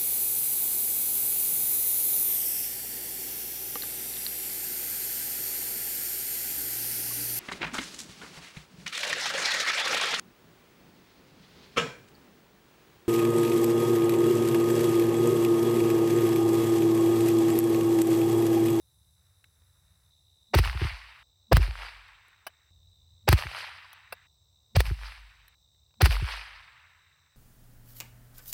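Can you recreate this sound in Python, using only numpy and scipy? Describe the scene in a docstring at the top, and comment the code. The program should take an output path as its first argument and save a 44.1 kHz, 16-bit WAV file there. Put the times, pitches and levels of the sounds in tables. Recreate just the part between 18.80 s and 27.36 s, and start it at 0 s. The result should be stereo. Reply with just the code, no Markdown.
"""Cicadas buzz over a low rumble and a bolt clicks; then five small-rifle shots crack in a field, close by.
Each shot is a smear of noise, a sharp front and a noise burst; the same banks and tree lines return it as
duller bursts and fading, grainy noise. Low falling sweeps are puffs of air on a phone's two microphones,
filtered noise is the air they stir, and two close tones beating are a shaking stand. Bolt clicks are short
rattles that ring steel. The waits are spliced short, which stops tails; the background changes in steps."""
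import sys
import numpy as np
from scipy import signal
from scipy.fft import rfft, irfft, next_fast_len
from scipy.io import wavfile
from scipy.ndimage import uniform_filter1d

SR = 44100
rng = np.random.default_rng(int(sys.argv[2]) if len(sys.argv) > 2 else 0)


def ratio(d):
    """dB to gain"""
    e = np.asarray(d, float) / 20
    return 10 ** e


def int16_out(signal):
    """Quantize to a 16-bit WAV file."""
    q = np.round(np.clip(np.atleast_2d(signal).T, -1, 1) * 32767)
    wavfile.write(sys.argv[1], SR, q.astype(np.int16))


N = 377527  # length in samples


def evened(x):
    """Scales a sound to rms 1."""
    return x / np.sqrt(np.mean(x ** 2) + 1e-20)


def read(points, hz):
    """Reads a curve of (Hz, value) points along a log frequency axis."""
    f, value = np.transpose(points)
    return np.interp(np.log(hz + 1), np.log(f + 1), value)


def add(mix, s, sound):
    """Mixes a sound in at s seconds."""
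    part = mix[..., round(s * SR):][..., :sound.shape[-1]]
    part += sound[..., :part.shape[-1]]


def colour(x, points):
    """Filters by a spectrum of (Hz, dB) points; nothing passes far beyond its ends."""
    size = next_fast_len(x.shape[-1])
    hz = np.fft.rfftfreq(size, 1 / SR)
    inside = (hz > points[0][0] / 2) & (hz < points[-1][0] * 1.03)
    return irfft(rfft(x, size) * ratio(read(points, hz)) * inside, size)[..., :x.shape[-1]]


def bandpass(x, order, low_hz, high_hz):
    """Lets one band of frequencies through."""
    return signal.sosfilt(signal.butter(order, [low_hz, high_hz], "bandpass", fs=SR, output="sos"), x)


def pair(shape, same):
    """Two noise channels; same is how alike they are, 0 for unrelated and 1 for equal."""
    a, b = rng.standard_normal((2, *shape))
    same = np.clip(same, -1, 1)
    return np.array([a, same * a + np.sqrt(1 - same ** 2) * b])


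# Colour of the blast. Each row: frequency in Hz, relative level in dB.
BLAST_COLOUR = [(150, -35.5), (400, 10.5), (800, 10.5), (2000, -0.5), (4500, -2.5), (8000, -8),
                (11000, -11.5), (15000, -4.5), (16500, -16)]


def blast():
    """A thin sharp front, then a few ms of cracking gas; 256 samples of silence ahead."""
    t = np.maximum(np.arange(-256, 768) / SR, 0)
    u = t * SR / 2.5  # the front lasts about two samples
    front = 4.0 * (1 - u) * np.exp(-u)
    gas = pair((1024,), 0.35) * u / 12 * np.exp(1 - u / 12)
    sound = colour((front + gas) * (t > 0), BLAST_COLOUR)
    energy = (sound ** 2).sum(1).mean()
    return sound / np.sqrt(energy / (0.0048 * SR))  # rms 1 if packed into 4.8 ms


# What scatters the shot back, nearest first.
# Each row: delay in seconds, relative level in dB, swell before it in dB per s, fade after it in dB per s.
REFLECTORS = [(0.001, -17.5, 895, 844.5), (0.04, -14, 494, 904), (0.102, -22, 350, 211),
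              (.15, -34.5, 100, 77), (.3, -24, 112.5, 65.5), (.55, -39, 59.5, 25.5)]
# Colour of the returning sound. Each row: frequency in Hz, relative level in dB.
RETURN_COLOUR = [(200, -40.5), (450, -6), (1000, 3), (2000, -0.5), (3000, -1.5), (5000, -5.5), (8000, -15),
                 (11000, -16.5), (15500, -23.5)]
# Further loss with distance. Each row: frequency in Hz, loss in dB per s of delay.
DISTANCE_LOSS = [(300, 44), (600, 26.5), (1000, 1.5), (1800, -1.5), (3500, 9), (6000, 24.5), (10000, 30),
                 (15000, 56.5)]


def scatter(seconds, tilt_db):
    """Countless returns from grass and trees: grainy noise, changing colour with distance, a swell each reflector."""
    hz = np.fft.rfftfreq(256, 1 / SR)
    frames = int(seconds * SR / 64) + 4
    t = np.arange(frames)[:, None] * 64 / SR
    grains = pair((frames, 129), 0.49) + 1j * pair((frames, 129), 0.48)

    # random level spread: ripples across frequency, and slower lumps across time and frequency
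    ripples = uniform_filter1d(rng.standard_normal((frames, 129)), size=20, axis=1)
    ripples_db = 2.6 * evened(ripples) * np.exp(-t / 3.3)
    lumps = uniform_filter1d(rng.standard_normal((frames, 129)), size=14, axis=0)
    lumps_db = 1.6 * evened(uniform_filter1d(lumps, size=8, axis=1))

    shape_db = read(RETURN_COLOUR, hz) + tilt_db * np.log2((hz + 1) / 2000)  # tilt in dB per octave
    level_db = shape_db - t * read(DISTANCE_LOSS, hz) + ripples_db + lumps_db
    grains *= ratio(level_db) * (hz < 16200) / np.sqrt(np.mean(ratio(2 * shape_db)))
    sound = signal.istft(grains.transpose(0, 2, 1), nperseg=256, noverlap=192)[1]
    sound = sound[:, :round(seconds * SR)] / 10

    t = np.arange(sound.shape[1]) / SR
    power = 0
    for s, db, swell, fade in REFLECTORS:
        power = power + ratio(2 * (db - np.maximum(swell * (s - t), fade * (t - s))))
    return sound * np.sqrt(power)


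SMEAR_S = 0.019  # length of the smear


def smear(hz):
    """A short smear of noise around hz that swells, and a dull low body under it, alike in both channels."""
    u = np.linspace(0, 1, round(SMEAR_S * SR))
    swell = np.sin(np.pi * .8 * u ** 1.8) ** 2
    hiss = bandpass(pair(u.shape, 0.4), 1, hz / 2, hz * 2)
    hiss = signal.sosfilt(signal.butter(4, 7000, fs=SR, output="sos"), hiss)
    dull_body = 900 / hz * evened(bandpass(rng.standard_normal(u.shape), 2, 380, 850))
    return swell * evened(hiss), swell * dull_body


# The shots. Each row: time in seconds, blast level in dB, level of its scattered echo in dB,
# level of the smear of noise just ahead of it in dB, centre of the smear's colour in Hz
# (a higher one also brightens the echo).
SHOTS = [(1.7487, -18.5, -8, -18.5, 900), (2.7288, -15, -12, -18.5, 616), (4.4882, -12, -8, -18, 1000),
         (5.965, -15.5, -15.5, -22.5, 2500), (7.2184, -15.5, -7, -20, 1100)]
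# The blast and its near returns. Each row: delay in seconds, level against the blast in dB, dullness 0-1.
NEAR_RETURNS = [(0, 0, 0.17), (.0048, -10, .6), (0.0395, 4, .55), (0.0448, -11, 0.5)]
# Single trunks of the two tree lines: a list of delays in seconds.
TRUNKS = [.09, .1, .108, .126, .135, .148, .18, .2254, .2485, .2596, .2686, .28, .2914, .32, .3557]
# Where the background changes level, at a splice or otherwise: a list of times in seconds.
BACKGROUND_STEPS = [0, .36, 1.305, 2.43, 3.91, 4.6, 5.47, 6.748, 7.9]
TILT_DB, TILT_DB_PER_OCTAVE = 1.48, 1.04  # echo tilt in dB per octave; its growth per octave of smear colour
TRUNK_DB, TRUNK_SPREAD_DB = -17, 2.5  # level of a trunk's return against the scatter; its random spread
TRUNK_DB_PER_S, TRUNK_DULL = -18, 0.98  # level change with delay; dullness 0-1
LEFT_LAG = 19  # samples; the sound reaches the right microphone first


def shots():
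    """The blast with a smear of noise just ahead, single echoes, and a scattered tail that is cut off."""
    out, body = np.zeros((2, N)), np.zeros(N)
    for s, db, scatter_db, smear_db, hz in SHOTS:
        # the tail stops at a step over half a second later, never the last step, or else at the end
        cut = min([c for c in BACKGROUND_STEPS[:-1] if c > s + .5] + [N / SR])
        tilt_db = TILT_DB + TILT_DB_PER_OCTAVE * np.log2(hz / 1000)
        add(out, s, ratio(scatter_db) * scatter(cut - s, tilt_db))

        returns = [(delay, db + echo_db, dull) for delay, echo_db, dull in NEAR_RETURNS]
        for delay in TRUNKS:
            spread_db = TRUNK_SPREAD_DB * rng.standard_normal()
            trunk_db = scatter_db + TRUNK_DB + TRUNK_DB_PER_S * delay + spread_db
            returns.append((delay, trunk_db, TRUNK_DULL))
        for delay, return_db, dull in returns:
            crack = blast()
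            crack = crack + np.clip(dull, 0, 1) * (bandpass(crack, 2, 1050, 3300) - crack)
            add(out, s + delay - 256 / SR, ratio(return_db) * crack)

        hiss, dull_body = smear(hz)
        add(out, s - SMEAR_S, ratio(smear_db) * hiss)
        add(body, s - SMEAR_S, ratio(smear_db) * dull_body)
    out[0] = np.roll(out[0], LEFT_LAG)
    return out + body


# Puffs of air on the microphones.
# Each row: start in seconds, level in dB, seconds to the peak, relative level of the mid-range knock in dB.
PUFFS = [(1.751, -12, 0.018, -28), (1.787, -14.5, 0.019, -36), (1.863, -24.5, 0.027, -72.5),
         (1.947, -26.5, 0.02, -53.5), (2.013, -19.5, .018, -36.5), (2.043, -23.5, 0.015, -46),
         (2.11, -35, 0.026, -89), (2.713, -13.5, 0.032, -25.5), (2.728, -11.5, 0.013, -41),
         (2.765, -14.5, 0.013, -43.5), (2.791, -17, 0.031, -44.5), (2.878, -28, 0.024, -55.5),
         (4.483, -12.5, 0.018, -30), (4.524, -9.5, 0.015, -29), (4.651, -32.5, 0.016, -55),
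         (5.947, -17, 0.036, -52), (5.965, -10.5, 0.017, -52), (6.06, -32.5, 0.035, -71),
         (6.106, -22.5, 0.018, -46), (7.222, -8, 0.019, -33.5), (7.263, -32.5, 0.0085, -41.5),
         (7.284, -21, 0.023, -72), (7.419, -21.5, 0.017, -48)]
SWEEP_HZ, SHARP_S = 167.5, .016  # height of the sweep for a puff peaking after SHARP_S; slower puffs sweep less


def thumps():
    """Each puff leaves the steep bass filter as a falling sweep, led by a short knock; it meets the ports unevenly."""
    out, t = np.zeros((2, N)), np.arange(round(.2 * SR)) / SR
    for (s, db, rise, knock_db), skew in zip(PUFFS, rng.choice([-1., 1.], len(PUFFS))):
        sweep_hz = SWEEP_HZ * (SHARP_S / rise) ** 0.66
        turns = 47 * t + sweep_hz * .013 * (1 - np.exp(-t / .013))  # falls towards 47 Hz
        uneven = skew * np.array([[1], [-1]]) * 0.38 * np.exp(-25 * t)  # phase in radians
        puff = (t / rise * np.exp(1 - t / rise)) ** 2
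        add(out, s, ratio(db) * puff * np.cos(2 * np.pi * turns + 0.52 + uneven))
        tap = (t / 0.0037 * np.exp(1 - t / 0.0059)) ** 2
        knock = np.sin(2 * np.pi * (420 * t - 4000 * t ** 2) + uneven)  # falls from 420 Hz
        add(out, s, ratio(knock_db) * tap * knock)
    return out


# Stirred air after a shot. Each row: frequency in Hz, relative level in dB.
BUFFET_COLOUR = [(45, -11.5), (70, -0.5), (110, -3), (160, -11.5), (210, -31.5)]
BUFFET_DB, BUFFET_DB_PER_S = -35, 94  # level at the start, fade


def buffet():
    """The air round the microphones rumbles unevenly for a moment after each shot."""
    out, t = np.zeros((2, N)), np.arange(round(.6 * SR)) / SR
    for s, *_ in SHOTS:
        fade = ratio(BUFFET_DB - BUFFET_DB_PER_S * t) * np.minimum(t / .01, 1)
        add(out, s, fade * evened(colour(pair(t.shape, 0.59), BUFFET_COLOUR)))
    return out


# The stand keeps swaying.
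# Each row: start in seconds, level in dB before the beat, middle pitch in Hz, seconds between lulls, fade in dB per s.
STAND_SWINGS = [(1.82, -24.5, 54.45, 0.18, 73.5), (2.77, -27, 46.2, 0.17, 72), (5.96, -23, 49.2, .195, 60),
                (7.281, -19.5, 48.86, .197, 85.5)]
SWAY_BEAT, SWAY_S = 0.56, 1  # depth of the beating 0-1, length in seconds


def sway():
    """A low near-sine that dies in steps, as two close swings of the stand beat."""
    out, t = np.zeros(N), np.arange(round(SWAY_S * SR)) / SR
    ends = signal.windows.tukey(len(t), .05)  # soft start and end
    for s, db, hz, lull_s, fade in STAND_SWINGS:
        upper = np.cos(2 * np.pi * (hz + 1 / (2 * lull_s)) * t)
        lower = np.cos(2 * np.pi * (hz - 1 / (2 * lull_s)) * t)
        add(out, s, ratio(db - fade * t) * (upper - SWAY_BEAT * lower) * ends)
    return out


# Blows of the bolt. Each row: time in seconds, peak level of the body in dB, treble over body in dB,
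# left over right in dB, pitch of the ring as a factor on the modes.
BOLT_CLICKS = [(0.643, -43, -30, 7, 1.5), (0.822, -57, -16, -2, 0.74), (3.283, -46.5, -27, 7, 1.6),
               (3.484, -54.5, -2.5, 5, .99), (3.668, -23, -6.5, 0.2, 1.13), (5.131, -34.5, -4, 3, 1.2),
               (5.324, -21, -9.5, -1.5, 1.046), (6.682, -45.5, -1.5, 0.5, 1.5), (6.949, -61, -27, 0, 0.84),
               (7.109, -64, -18.5, 14, 1.07), (7.142, -54.5, -30, 13, 1.03), (8.101, -57, -21, 5, 1.3)]
# Ringing modes of the steel. Each row: frequency in Hz at pitch 1, relative level in dB, seconds to fade by 60 dB.
STEEL_MODES = [(430, -40.5, 0.0105), (970, -15.5, 0.0095), (1527, 8, 0.025), (2000, 1, 0.0088),
               (2645, 10.5, 0.023), (4330, -2.5, 0.022), (4870, 12.5, 0.004)]
# Dry blow on the stock. Each row: frequency in Hz at pitch 1, relative level in dB.
CLACK_COLOUR = [(250, -35), (450, 11), (1200, -2.5), (3000, -7), (6000, -10.5), (9000, -28)]
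CLACK_DB = -0.5  # level of the dry blow against the ring
RATTLE_S, RATTLE_SHARE = .0028, .35  # decay time for a -22 dB blow; share of the dB above or below that it follows


def bolt():
    """Steel parts meet in a quick rattle of ticks that briefly rings the action."""
    out, t = np.zeros((2, N)), np.arange(1300) / SR
    contact = 12  # samples
    for s, db, treble_db, pan_db, pitch in BOLT_CLICKS:
        # each mode is detuned at random, up to 4 percent, for every click
        factors = pitch * rng.uniform(0.96, 1.04, len(STEEL_MODES))
        ring = np.zeros(len(t))
        for (hz, level_db, t60), factor in zip(STEEL_MODES, factors):
            ring += ratio(level_db - 60 * t / t60) * np.sin(2 * np.pi * hz * factor * t)
        ring[:contact] += 13.0 * np.gradient(signal.windows.hann(contact))  # the blow itself

        decay_s = RATTLE_S * ratio(RATTLE_SHARE * (db + 22))
        rattle = pair(t.shape, 0.87) ** 3 * t ** 1.4 * np.exp(-t / decay_s)
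        body = signal.fftconvolve(rattle, ring[None], axes=1)[:, :len(t)]
        # small parts clack much higher
        clack = colour(rattle, [(hz * pitch ** 3, level_db) for hz, level_db in CLACK_COLOUR])
        body += ratio(CLACK_DB) * clack * np.linalg.norm(body) / np.linalg.norm(clack)
        ticks = bandpass(rattle, 4, 8000, 16000)
        treble = ratio(treble_db) * ticks * np.linalg.norm(body) / np.linalg.norm(ticks)
        click = (body + treble) / abs(body).max()
        sides_db = np.array([[.5], [-.5]]) * pan_db
        add(out, s - .002, ratio(db + sides_db) * click)
    return out


# Background levels, one row for each stretch between the times in BACKGROUND_STEPS. Each row: rumble in dB,
# 90 Hz hum in dB, cicadas in dB before they throb, rustle in dB before its gusts, high insects in dB.
STRETCHES = [(-65.5, -85, -72.5, -85, -72.5), (-65.5, -76, -73, -78, -74), (-70, -76, -67, -100, -78.5),
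             (-73.5, -74.5, -70, -94, -100), (-65, -62, -67.5, -100, -100), (-70, -70, -67.5, -83.5, -100),
             (-69.5, -81.5, -70, -100, -100), (-70, -95, -69.5, -100, -100), (-71.5, -80, -71, -102, -100)]
# Colours of the six layers. Each row of each: frequency in Hz, relative level in dB.
RUMBLE_COLOUR = [(22, -52.5), (35, -20), (50, -4.5), (75, 5.5), (120, -4), (170, -10.5), (230, -29),
                 (300, -31.5)]
HUM_COLOUR = [(75, -21.5), (90, -3.5), (105, -24.5)]
CICADA_COLOUR = [(3400, -33), (3650, -4), (3800, -8), (3950, -3), (4250, -31)]
AIR_COLOUR = [(200, -7), (500, -5), (1000, -5), (2200, -26.5), (4800, -6.5), (5600, -2.5), (6300, 0),
              (7700, 1), (8600, -8), (9200, -27.5), (11500, -37), (14500, -6.5), (16000, -12)]
RUSTLE_COLOUR = [(900, -11), (1300, -5.5), (1900, -7.5), (2800, -14.5), (3300, -22)]
HIGH_INSECT_COLOUR = [(5180, -31.5), (8800, -9.5), (9820, 9), (10700, -4), (12100, -8.5), (13200, 2),
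                      (15200, -19.5), (16000, -13)]
AIR_DB = -70  # steady level of the soft air
THROB_HZ, THROB_DEPTH = 68.2, .5  # pulsing of the cicadas: mean rate, depth 0-1


def meadow():
    """Filtered noise: rumble with a faint hum, soft air, uneven rustle, throbbing cicadas and higher insects."""
    t = np.arange(N) / SR
    stretch = np.searchsorted(BACKGROUND_STEPS, t, "right") - 1
    gains = ratio(np.array(STRETCHES, float)).T
    rumble, hum, cicadas, rustle, high = (gain[stretch] for gain in gains)
    # slow random curves: one shifts the throb, one moves the rustle by about 1 dB
    wander, gusts_db = (evened(colour(rng.standard_normal(N), [(1, 0), (hz, -10)])) for hz in (4, 12))
    throb = 1 + THROB_DEPTH * np.cos(2 * np.pi * THROB_HZ * t + 1.3 * wander)
    # gain, colour, likeness of the two channels
    layers = [(rumble, RUMBLE_COLOUR, .87),
              (hum, HUM_COLOUR, .9),
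              (cicadas * throb, CICADA_COLOUR, .5),
              (ratio(AIR_DB), AIR_COLOUR, .1),
              (rustle * ratio(gusts_db), RUSTLE_COLOUR, .1),
              (high, HIGH_INSECT_COLOUR, .3)]
    return sum(gain * evened(colour(pair((N,), same), shape)) for gain, shape, same in layers)


def scene():
    """Adds all sources, from the shots to the meadow."""
    return shots() + thumps() + buffet() + sway() + bolt() + meadow()


def low_pass(x):
    """Removes everything above the highest recorded frequency."""
    return signal.sosfilt(signal.butter(12, 17160, fs=SR, output="sos"), x)


# Dips of the microphone housing. Each row: frequency in Hz, width in Hz, depth in dB.
HOUSING_DIPS = [(217, 15, -19.5), (6864, 520, -23.5)]
OVERLOAD = 1.1  # level that the microphone's soft overload approaches


def record(dry):
    """The microphones overload softly and hiss faintly, and their housing dips two bands."""
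    size = next_fast_len(N)
    hz = np.fft.rfftfreq(size, 1 / SR)
    dips_db = sum(db / (1 + (2 * (hz - f) / width) ** 2) for f, width, db in HOUSING_DIPS)
    squeezed = OVERLOAD * np.tanh(dry / OVERLOAD)
    hissing = squeezed + ratio(-110) * rng.standard_normal(dry.shape)
    mix = irfft(rfft(hissing, size) * ratio(dips_db), size)[:, :N]
    return low_pass(mix)


dry = scene()
out = record(dry)
int16_out(out)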